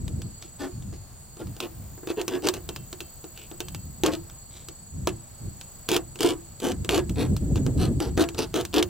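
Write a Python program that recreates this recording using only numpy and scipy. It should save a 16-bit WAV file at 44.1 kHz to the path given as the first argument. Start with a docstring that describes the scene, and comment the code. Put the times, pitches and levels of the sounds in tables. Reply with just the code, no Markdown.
"""Insects sing in the lawn and a gust fades as a hand saw tries a corrugated plastic pipe lying in a dug hole.
Short trial strokes come first, among snagging teeth and, later, taps of the free blade on the ribs.
From about six seconds the strokes bite harder and closer together, and gusts swell over them.
Plucks at the rate of the teeth excite a crackling wall and the ringing hollow of the pipe; snags and jams add
single cracks and clacks. Filtered noise makes the wind and air, narrow bands and a gliding tone the insects."""
import sys
import numpy as np
from scipy import signal
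from scipy.fft import rfft, irfft
from scipy.io import wavfile
from scipy.ndimage import uniform_filter1d

SR = 44100
rng = np.random.default_rng(int(sys.argv[2]) if len(sys.argv) > 2 else 0)


def master_out(mix):
    """Clip the mix to full scale and print it as 16-bit PCM to the path in sys.argv[1]."""
    frames = np.transpose(np.atleast_2d(mix))
    ceiling = np.clip(frames, -1, 1)
    pcm = np.round(ceiling * 32767).astype(np.int16)
    wavfile.write(sys.argv[1], SR, pcm)


N = 392030
T = np.arange(N) / SR
RING = T[:SR // 3]  # time axis of every ringing response, s


def undb(db):
    """Decibels to gain."""
    return 10 ** (np.asarray(db) / 20)


def unit(x):
    """Scale to rms 1."""
    return x / np.sqrt(np.mean(x ** 2))


def walk(rate):
    """Smooth random wander of spread near 1, with about `rate` new values a second."""
    k = max(int(SR / rate), 1)
    steps = np.repeat(rng.standard_normal(N // k + 1), k)
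    return 1.375 * uniform_filter1d(steps, k)[:N]


def through(x, response):
    """Pass a signal through an impulse response, keeping its length."""
    return signal.fftconvolve(x, response)[:len(x)]


def colour(points, size=4096):
    """Causal (minimum-phase) response of unit energy with the shape of a (Hz, dB) spectrum."""
    hz, db = np.transpose(points)
    f = np.maximum(np.fft.rfftfreq(size, 1 / SR), 1)
    gain = undb(np.interp(np.log(f), np.log(hz), db))
    cepstrum = irfft(np.log(gain))
    h = irfft(np.exp(rfft(2 * cepstrum[:size // 2], size)))
    return h / np.linalg.norm(h)


def band(hz, width):
    """Noise in a bell-shaped band, at rms 1."""
    f = np.fft.rfftfreq(N, 1 / SR)
    bell = 1 / (1 + (2 * (f - hz) / width) ** 4)
    return unit(irfft(rfft(rng.standard_normal(N)) * bell, N))


def stereo(a, b, likeness):
    """Two unrelated signals as mid and side; likeness is the left-right correlation."""
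    c = np.clip(likeness, -1, 1)
    return np.sqrt((1 + c) / 2) * a + np.sqrt((1 - c) / 2) * np.array([b, -b])


def fade(t60):
    """Exponential decay by 60 dB in t60 seconds."""
    return np.exp(-np.log(1000) * RING / t60)


def modes(table):
    """Response of unit energy of a set of ringing modes (Hz, t60 s, dB)."""
    h = sum(undb(db) * fade(t60) * np.sin(2 * np.pi * hz * RING) for hz, t60, db in table)
    return h / np.linalg.norm(h)


def scatter(t60):
    """Dense decaying echoes of unit energy."""
    h = rng.standard_normal(len(RING)) * fade(t60)
    return h / np.linalg.norm(h)


def resonate(x, hz, q):
    """One broad resonance, gain 1 at its centre."""
    return signal.lfilter(*signal.iirpeak(hz, q, fs=SR), x)


def add(track, s, sound):
    """Mix a sound in at time s."""
    i = max(int(s * SR), 0)
    track[i:i + len(sound)] += sound[:max(N - i, 0)]


def swells(rows, rise_s, fall_s):
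    """Strength over time of (start, end, dB) bouts: each rises in rise_s, holds and dies away."""
    bouts = []
    for start, end, db in rows:
        rise = np.clip((T - start) / rise_s, 0, 1)
        fall = np.exp(-np.maximum(T - end, 0) / fall_s)  # fall_s is a time constant
        bouts.append(undb(db) * rise * fall)
    return np.max(bouts, axis=0)


def lawn(air_db=-50.0, buzz_hz=54.2, buzz_depth=.9):
    """Open air is coloured noise, far choruses are noise bands, a katydid is high noise beaten by its wings."""
    # spectrum of the open air: pitch_hz, level_db (relative)
    air_colour = [(30, 13.5), (150, -13.5), (350, -6.5), (700, -5), (1300, -11.5), (2200, -17.5),
                  (5500, -18.5), (10000, -22), (13500, -17.5), (16000, -17)]
    # distant insect choruses: pitch_hz, width_hz, level_db (before swelling), left-right likeness (-1 to 1)
    choruses = [(4490, 500, -63, -0.26), (7020, 800, -54.5, -0.56), (7720, 330, -57.5, -0.44),
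                (8480, 1700, -58, -0.61)]
    # bouts of a high buzzing katydid: start_s, end_s, level_db (held)
    katydid_bouts = [(1.0, 3.8, -55), (5, 6.0, -59.5), (8.5, 8.9, -50)]
    mid, side = (through(rng.standard_normal(N), colour(air_colour)) for _ in range(2))
    waver = undb(.7 * walk(5))
    out = stereo(mid, side, likeness=0.48) * undb(air_db) * waver
    for hz, width, db, likeness in choruses:
        swell = undb(1.3 * walk(14) + .7 * walk(3))
        out += stereo(band(hz, width), band(hz, width), likeness) * undb(db) * swell
    drift = 1 + .008 * walk(5)
    wings = 1 + buzz_depth * np.sin(2 * np.pi * np.cumsum(buzz_hz * drift) / SR)
    hiss = stereo(band(14730, 1150), band(13300, 1150), likeness=0.14)
    return out + hiss * unit(wings) * swells(katydid_bouts, rise_s=0.71, fall_s=0.82)


def cricket(pulse_hz=27.05, tone_hz=7880, arch_hz=330, gate_power=3.2):
    """Each wing stroke of the near cricket is a short tone that rises and falls with the speed of the wing."""
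    # bouts of song: start_s, end_s, level_db (before rise and sway)
    song_bouts = [(-1.5, 0.61, -51), (1.63, 8.3, -52)]
    drift = 1 + .01 * walk(6)
    sway_db = .7 * walk(12)
    wing = abs(np.sin(np.pi * np.cumsum(pulse_hz * drift) / SR))
    pitch = tone_hz - arch_hz * (1 - wing) + 35 * walk(500)
    phase = 2 * np.pi * np.cumsum(pitch) / SR
    # it sits off to one side, so the tone meets the two ports out of step
    tones = np.array([np.sin(phase), np.sin(phase + 1.6)])
    chirp = unit(wing ** gate_power * tones)
    return chirp * undb(sway_db) * swells(song_bouts, rise_s=1.8, fall_s=0.063)


def wind(breeze_db=-47.5, wind_db=-2.0, bright_db=-7.0, bright_power=1.22, side_db=-11.5):
    """Eddies thump on the microphone; strong gusts shed smaller, higher-pitched ones; a part differs by port."""
    # gusts on top of the breeze: start_s, end_s, force_db (before the trims of each layer)
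    gusts = [(-0.04, .25, -31), (0.71, .94, -37.5), (1.42, 1.49, -33), (1.72, 1.9, -42.5),
             (2.5, 2.85, -47.5), (3.62, 4.22, -42.5), (4.92, 5.14, -33.5), (5.39, 5.49, -33.5),
             (5.85, 6.1, -48), (6.3, 6.48, -52), (6.68, 7.08, -32), (7.06, 7.37, -24.5),
             (7.38, 7.96, -22.5), (8.02, 8.18, -28), (8.3, 8.89, -42.5)]
    # spectrum of the big eddies: pitch_hz, level_db (relative)
    big = [(20, -21.5), (45, -1.5), (80, 2), (130, -0.5), (200, -7.5), (300, -18.5), (500, -34), (900, -52),
           (2000, -61.5)]
    force = undb(breeze_db) + swells(gusts, rise_s=0.043, fall_s=0.042)
    # small eddies, and the part unlike at the two ports: (Hz, relative dB)
    small = [(60, -51), (150, 1.5), (270, 1), (420, -10.5), (650, -22), (900, -36.5), (2000, -65)]
    apart = [(20, 0.5), (60, -5.5), (130, 1.5), (250, -6), (500, -21.0), (2000, -44.5)]
    low, high, side = (unit(through(rng.standard_normal(N), colour(points))) for points in (big, small, apart))
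    # big and small eddies come and go on their own
    roll, puff = undb(1.6 * walk(25)), undb(4.5 * walk(32))
    thump = undb(wind_db) * roll * low
    flutter = undb(bright_db) * puff * (force / force.max()) ** bright_power * high
    return force * (thump + flutter + undb(side_db) * roll * np.array([side, -side]))


def hole(x, side_db=-11, echo_t60=0.048, port_lag_s=1.6e-5):
    """The earth walls throw sound back differently to left and right; direct sound meets the right port first."""
    # colour of the echoes: (Hz, relative dB)
    spread = [(100, 3), (350, 3), (700, 0), (1200, -5), (2500, -11), (4500, 1), (8000, 1), (13000, 0)]
    echoes = through(scatter(echo_t60), colour(spread))
    side = undb(side_db) * through(x, echoes)
    f = np.fft.rfftfreq(N, 1 / SR)
    late = irfft(rfft(x) * np.exp(-2j * np.pi * f * port_lag_s), N)
    return np.array([late + side, x - side])


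def hollow(ribs_db=-2, ribs_t60=0.14):
    """The pipe's response: its main modes, and weaker ones that change with the point of contact."""
    # main modes of hollow and wall: pitch_hz, t60_s, level_db (relative)
    pipe_modes = [(330, 0.11, -57), (336.8, 0.36, -10), (361.4, 0.18, 2), (433, 0.06, 3.5),
                  (453, 0.042, -3), (678, 0.16, -13), (715, 0.1, -11), (848, 0.075, -20),
                  (1065, 0.025, -26), (1540, 0.022, -9), (1666, 0.18, -23)]
    # spectrum of the many weaker wall modes between these: pitch_hz, level_db (relative)
    rib_colour = [(120, -21.5), (230, -11.5), (320, 6.5), (480, -3.5), (580, -8), (760, -10), (1100, -13),
                  (2000, -21), (5000, -52.5)]
    return modes(pipe_modes) + undb(ribs_db) * through(scatter(ribs_t60), colour(rib_colour))


def wall(spectrum, crack_db, crack_t60, tail_db, tail_t60):
    """The plucked wall: a sharp tick, a crack running along the ribs, a longer tail from the hole."""
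    h = undb(crack_db) * scatter(crack_t60) + undb(tail_db) * scatter(tail_t60)
    h[0] += 1
    return through(h / np.linalg.norm(h), colour(spectrum))


def blows(table, tick_db, boom_db, blade_db):
    """Single contacts crack the wall, thump the pipe and set the blade ringing."""
    # modes of the steel blade: pitch_hz, t60_s, level_db (relative)
    blade_modes = [(2430, 0.12, -8), (2700, 0.29, 14), (3110, 0.35, 11), (3500, .05, -20), (6150, .06, -6),
                   (7000, .05, 1)]
    # spectrum of the crack: pitch_hz, level_db (relative)
    crack_colour = [(200, -19.5), (600, 2), (1400, 3), (2000, -4.5), (2700, 6), (4000, 3), (5000, -0.5),
                    (6200, 2), (8300, -1.5), (9800, -8), (16000, -6.5)]
    out, blade = np.zeros(N), modes(blade_modes)
    for s, crack_level_db, hollow_db in table:
        crack = wall(crack_colour, crack_db=10, crack_t60=.011, tail_db=6, tail_t60=.06)
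        tick = undb(crack_level_db + tick_db) * (crack + undb(blade_db) * blade)
        pipe = hollow()
        boom = undb(hollow_db + boom_db) * pipe / abs(pipe).max()
        add(out, s, tick + boom)
    return out


def taps():
    """The free blade taps the ribs and rings on."""
    # contacts: start_s, crack_db (before tick_db), pipe boom_db (before the trim below)
    contacts = [(0.8237, -43, -50), (0.9272, -43, -39), (1.3696, -41, -41), (1.4703, -39, -52),
                (1.9781, -50, -37), (2.0322, -53, -33), (2.6906, -22, -29), (2.7617, -22.5, -36.5),
                (3.0053, -22, -36.5), (3.242, -37, -34), (3.3755, -31.5, -48), (3.5144, -37, -34.5),
                (3.6044, -19, -30), (3.6842, -28.5, -50), (3.7474, -24.5, -42), (4.2987, -36, -47),
                (5.6126, -29.5, -57)]
    return blows(contacts, tick_db=15.5, boom_db=2.5, blade_db=-17)


def knocks(clack_q=1.9, clack_t60=0.026):
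    """A jammed blade shoves the wall, which answers with a short clack."""
    # jams: start_s, peak_db, clack pitch_hz
    jams = [(2.486, -20, 1090), (4.036, -23, 780), (5.072, -16.5, 780), (6.891, -10.5, 2900),
            (8.826, -13.5, 3300)]
    out = np.zeros(N)
    for s, peak_db, hz in jams:
        clack = scatter(clack_t60)
        for _ in range(2):
            clack = resonate(clack, hz, clack_q)
        add(out, s, undb(peak_db) * clack / abs(clack).max())
    return out


def snaps():
    """Teeth snag and snap free; pinched in the cut, the blade hardly rings."""
    # snags: start_s, crack_db (before tick_db), pipe boom_db (before the trim below)
    snags = [(0.0798, -26.5, -38), (0.2184, -26.5, -54), (0.4252, -26.5, -54), (1.5659, -31.5, -36),
             (1.6033, -15, -30), (2.0729, -24, -22), (2.1027, -26, -16.5), (2.2146, -18, -28),
             (2.2801, -13, -20.5), (2.4712, -10.5, -16), (2.4868, -6.5, -22), (2.539, -17.5, -45),
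             (2.9288, -21.5, -30), (4.0357, -11, -10.5), (4.0628, -10.5, -40), (4.6858, -23, -37.5),
             (5.0724, -12, -15.5), (5.889, -9.5, -19), (5.916, -11, -13.5), (5.9359, -18, -20),
             (5.9647, -7.5, -13.5), (6.1574, -28, -37), (6.2066, -11.5, -16), (6.2312, -11, -36),
             (6.2465, -21.5, -10.5), (6.6015, -23.5, -31), (6.7184, -21, -35), (6.8471, -22, -28),
             (6.8911, -12.5, -13.5), (6.9783, -16.5, -13), (7.0954, -23, -44), (7.3655, -20.5, -40),
             (7.5578, -23.5, -23.5), (7.6648, -23, -22), (8.003, -17.5, -17), (8.1761, -18, -11.5),
             (8.2394, -19.5, -47), (8.2882, -19.5, -27), (8.3467, -27.5, -28), (8.3894, -14, -16),
             (8.5415, -17.5, -17), (8.611, -19, -35), (8.6518, -17.5, -39), (8.741, -13, -39),
             (8.8274, -11, -20)]
    return blows(snags, tick_db=11.5, boom_db=-1.5, blade_db=-30)


def arm_speed(share, fastest, power=0.97):
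    """The arm speeds up from rest to 1 and slows to rest again in the course of a stroke."""
    turn = np.interp(share, [0, np.clip(fastest, .02, .98), 1], [0, .5, 1])
    return abs(np.sin(np.pi * turn)) ** power  # above 1 the arm dwells less at full speed


def sawing(slow_hz=140, fast_hz=300, jitter=.25, bite_db=5, scrape_db=-8, rasp_db=-0.46, boom_db=-1,
           rasp_stall_db=-10.5, boom_stall_db=-9, lip_db=-2, lip_q=2.1):
    """Teeth pluck the wall at a rate and strength that follow the arm's speed, over the scrape of the blade."""
    # strokes: start_s, length_s, level_db (before rasp_db and boom_db),
    # pipe boom_db (added to the level), share of the stroke at which the arm is fastest (0 to 1)
    strokes = [(0.409, 0.072, -51.5, 1.5, 0.24), (0.59, 0.089, -43, 13, 0.43),
               (0.927, 0.042, -53.5, -9, 0.35), (1.389, 0.039, -49.5, 16, 0.57),
               (1.602, 0.074, -39.5, 6.5, 0.32), (2.078, 0.047, -38.5, 1, 0.56),
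               (2.165, 0.059, -39, 14, 0.31), (2.284, 0.099, -39.5, 14, 0.59),
               (2.423, 0.07, -34.5, 12.5, .6), (2.527, 0.064, -41.5, 7, 0.17),
               (3.342, 0.13, -50, -5.5, 0.45), (4.035, 0.077, -33, 11, .35), (4.114, 0.042, -35, 7, 0.46),
               (4.508, 0.15, -51.5, -8, 0.35), (5.075, 0.031, -36.5, -1, 0.13), (5.886, 0.094, -28, 4, .7),
               (6.19, 0.15, -29, 8, .42), (6.616, .11, -33.5, 10, 0.31), (6.89, 0.11, -29, 7, 0.44),
               (7.159, 0.11, -36, 11, 0.4), (7.557, 0.031, -42, 5, 0.45), (7.776, .11, -35, 7.5, 0.34),
               (7.995, .1, -39, 9, 0.24), (8.171, 0.07, -28.5, 10, 0.43), (8.374, 0.079, -31.5, 5, .17),
               (8.536, 0.086, -31.5, 8, 0.35), (8.729, 0.081, -25.5, 8, .6)]
    # spectrum of the rasp: pitch_hz, level_db (relative)
    rasp_colour = [(200, -18.5), (500, 2), (1000, -1.5), (1500, -4.5), (2050, -7.5), (2600, 1.5),
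                   (3600, -1), (5000, -3.5), (8000, -7.5), (9500, -10), (13000, -11), (16000, -20)]
    # the lip of the cut rings at a pitch that changes as the slot grows: time_s, pitch_hz
    lip_pitch = [(0, 3360), (2.3, 2420), (4.1, 2860), (6.2, 2670), (7.2, 2970), (7.8, 3550), (8.4, 3350),
                 (8.8, 3260)]
    out = np.zeros(N)
    for start, length, level_db, hollow_db, fastest in strokes:
        t = np.arange(0, length, 1 / SR)
        speed = arm_speed(t / length, fastest)
        chance = rng.standard_normal((200, 2))
        travel = np.cumsum(slow_hz + (fast_hz - slow_hz) * speed) / SR  # in teeth
        # each tooth sticks for its own time and bites to its own depth, softly limited
        tooth = np.searchsorted(np.cumsum(np.exp(jitter * chance[:, 0])), travel)
        slip = np.diff(tooth, prepend=-1)
        bite = undb(bite_db * 2 * np.tanh(chance[tooth, 1] / 2))
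        scrape = rng.standard_normal(len(RING))[:len(t)]
        pluck = unit(slip * bite) + undb(scrape_db) * unit(bite * scrape)
        # the whole pipe is dragged by many teeth at once, so more evenly
        drag = (unit(slip) + scrape / 2) * np.sqrt(np.clip(4 * speed, 0, 1))
        crackle = wall(rasp_colour, crack_db=5, crack_t60=.008, tail_db=0, tail_t60=.08)
        lip_hz = np.interp(start, *np.transpose(lip_pitch))
        crackle += undb(lip_db) * resonate(crackle, lip_hz, lip_q)
        # wall and hollow each take up their share of the stroke's energy and let it ring out
        wall_part = (pluck, crackle, level_db + rasp_db, rasp_stall_db)
        pipe_part = (drag, hollow(), level_db + hollow_db + boom_db, boom_stall_db)
        for force, response, db, stall_db in (wall_part, pipe_part):
            load = undb(db + stall_db * (1 - speed))  # weaker where the arm turns round
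            sound = signal.fftconvolve(force * load, response)
            add(out, start, sound * np.linalg.norm(load) / np.linalg.norm(sound))
    return out


def scene():
    """Insects and wind around, saw and pipe in the hole."""
    background = lawn() + cricket() + wind()
    cut = taps() + knocks() + snaps() + sawing()
    return background + hole(cut)


def record(dry, top_hz=15900):
    """The recorder drops the deepest rumble and cuts the top."""
    dry = signal.sosfilt(signal.butter(2, 20, "high", fs=SR, output="sos"), dry)
    return signal.sosfilt(signal.ellip(10, .2, 70, top_hz, fs=SR, output="sos"), dry)


dry = scene()
out = record(dry)
master_out(out)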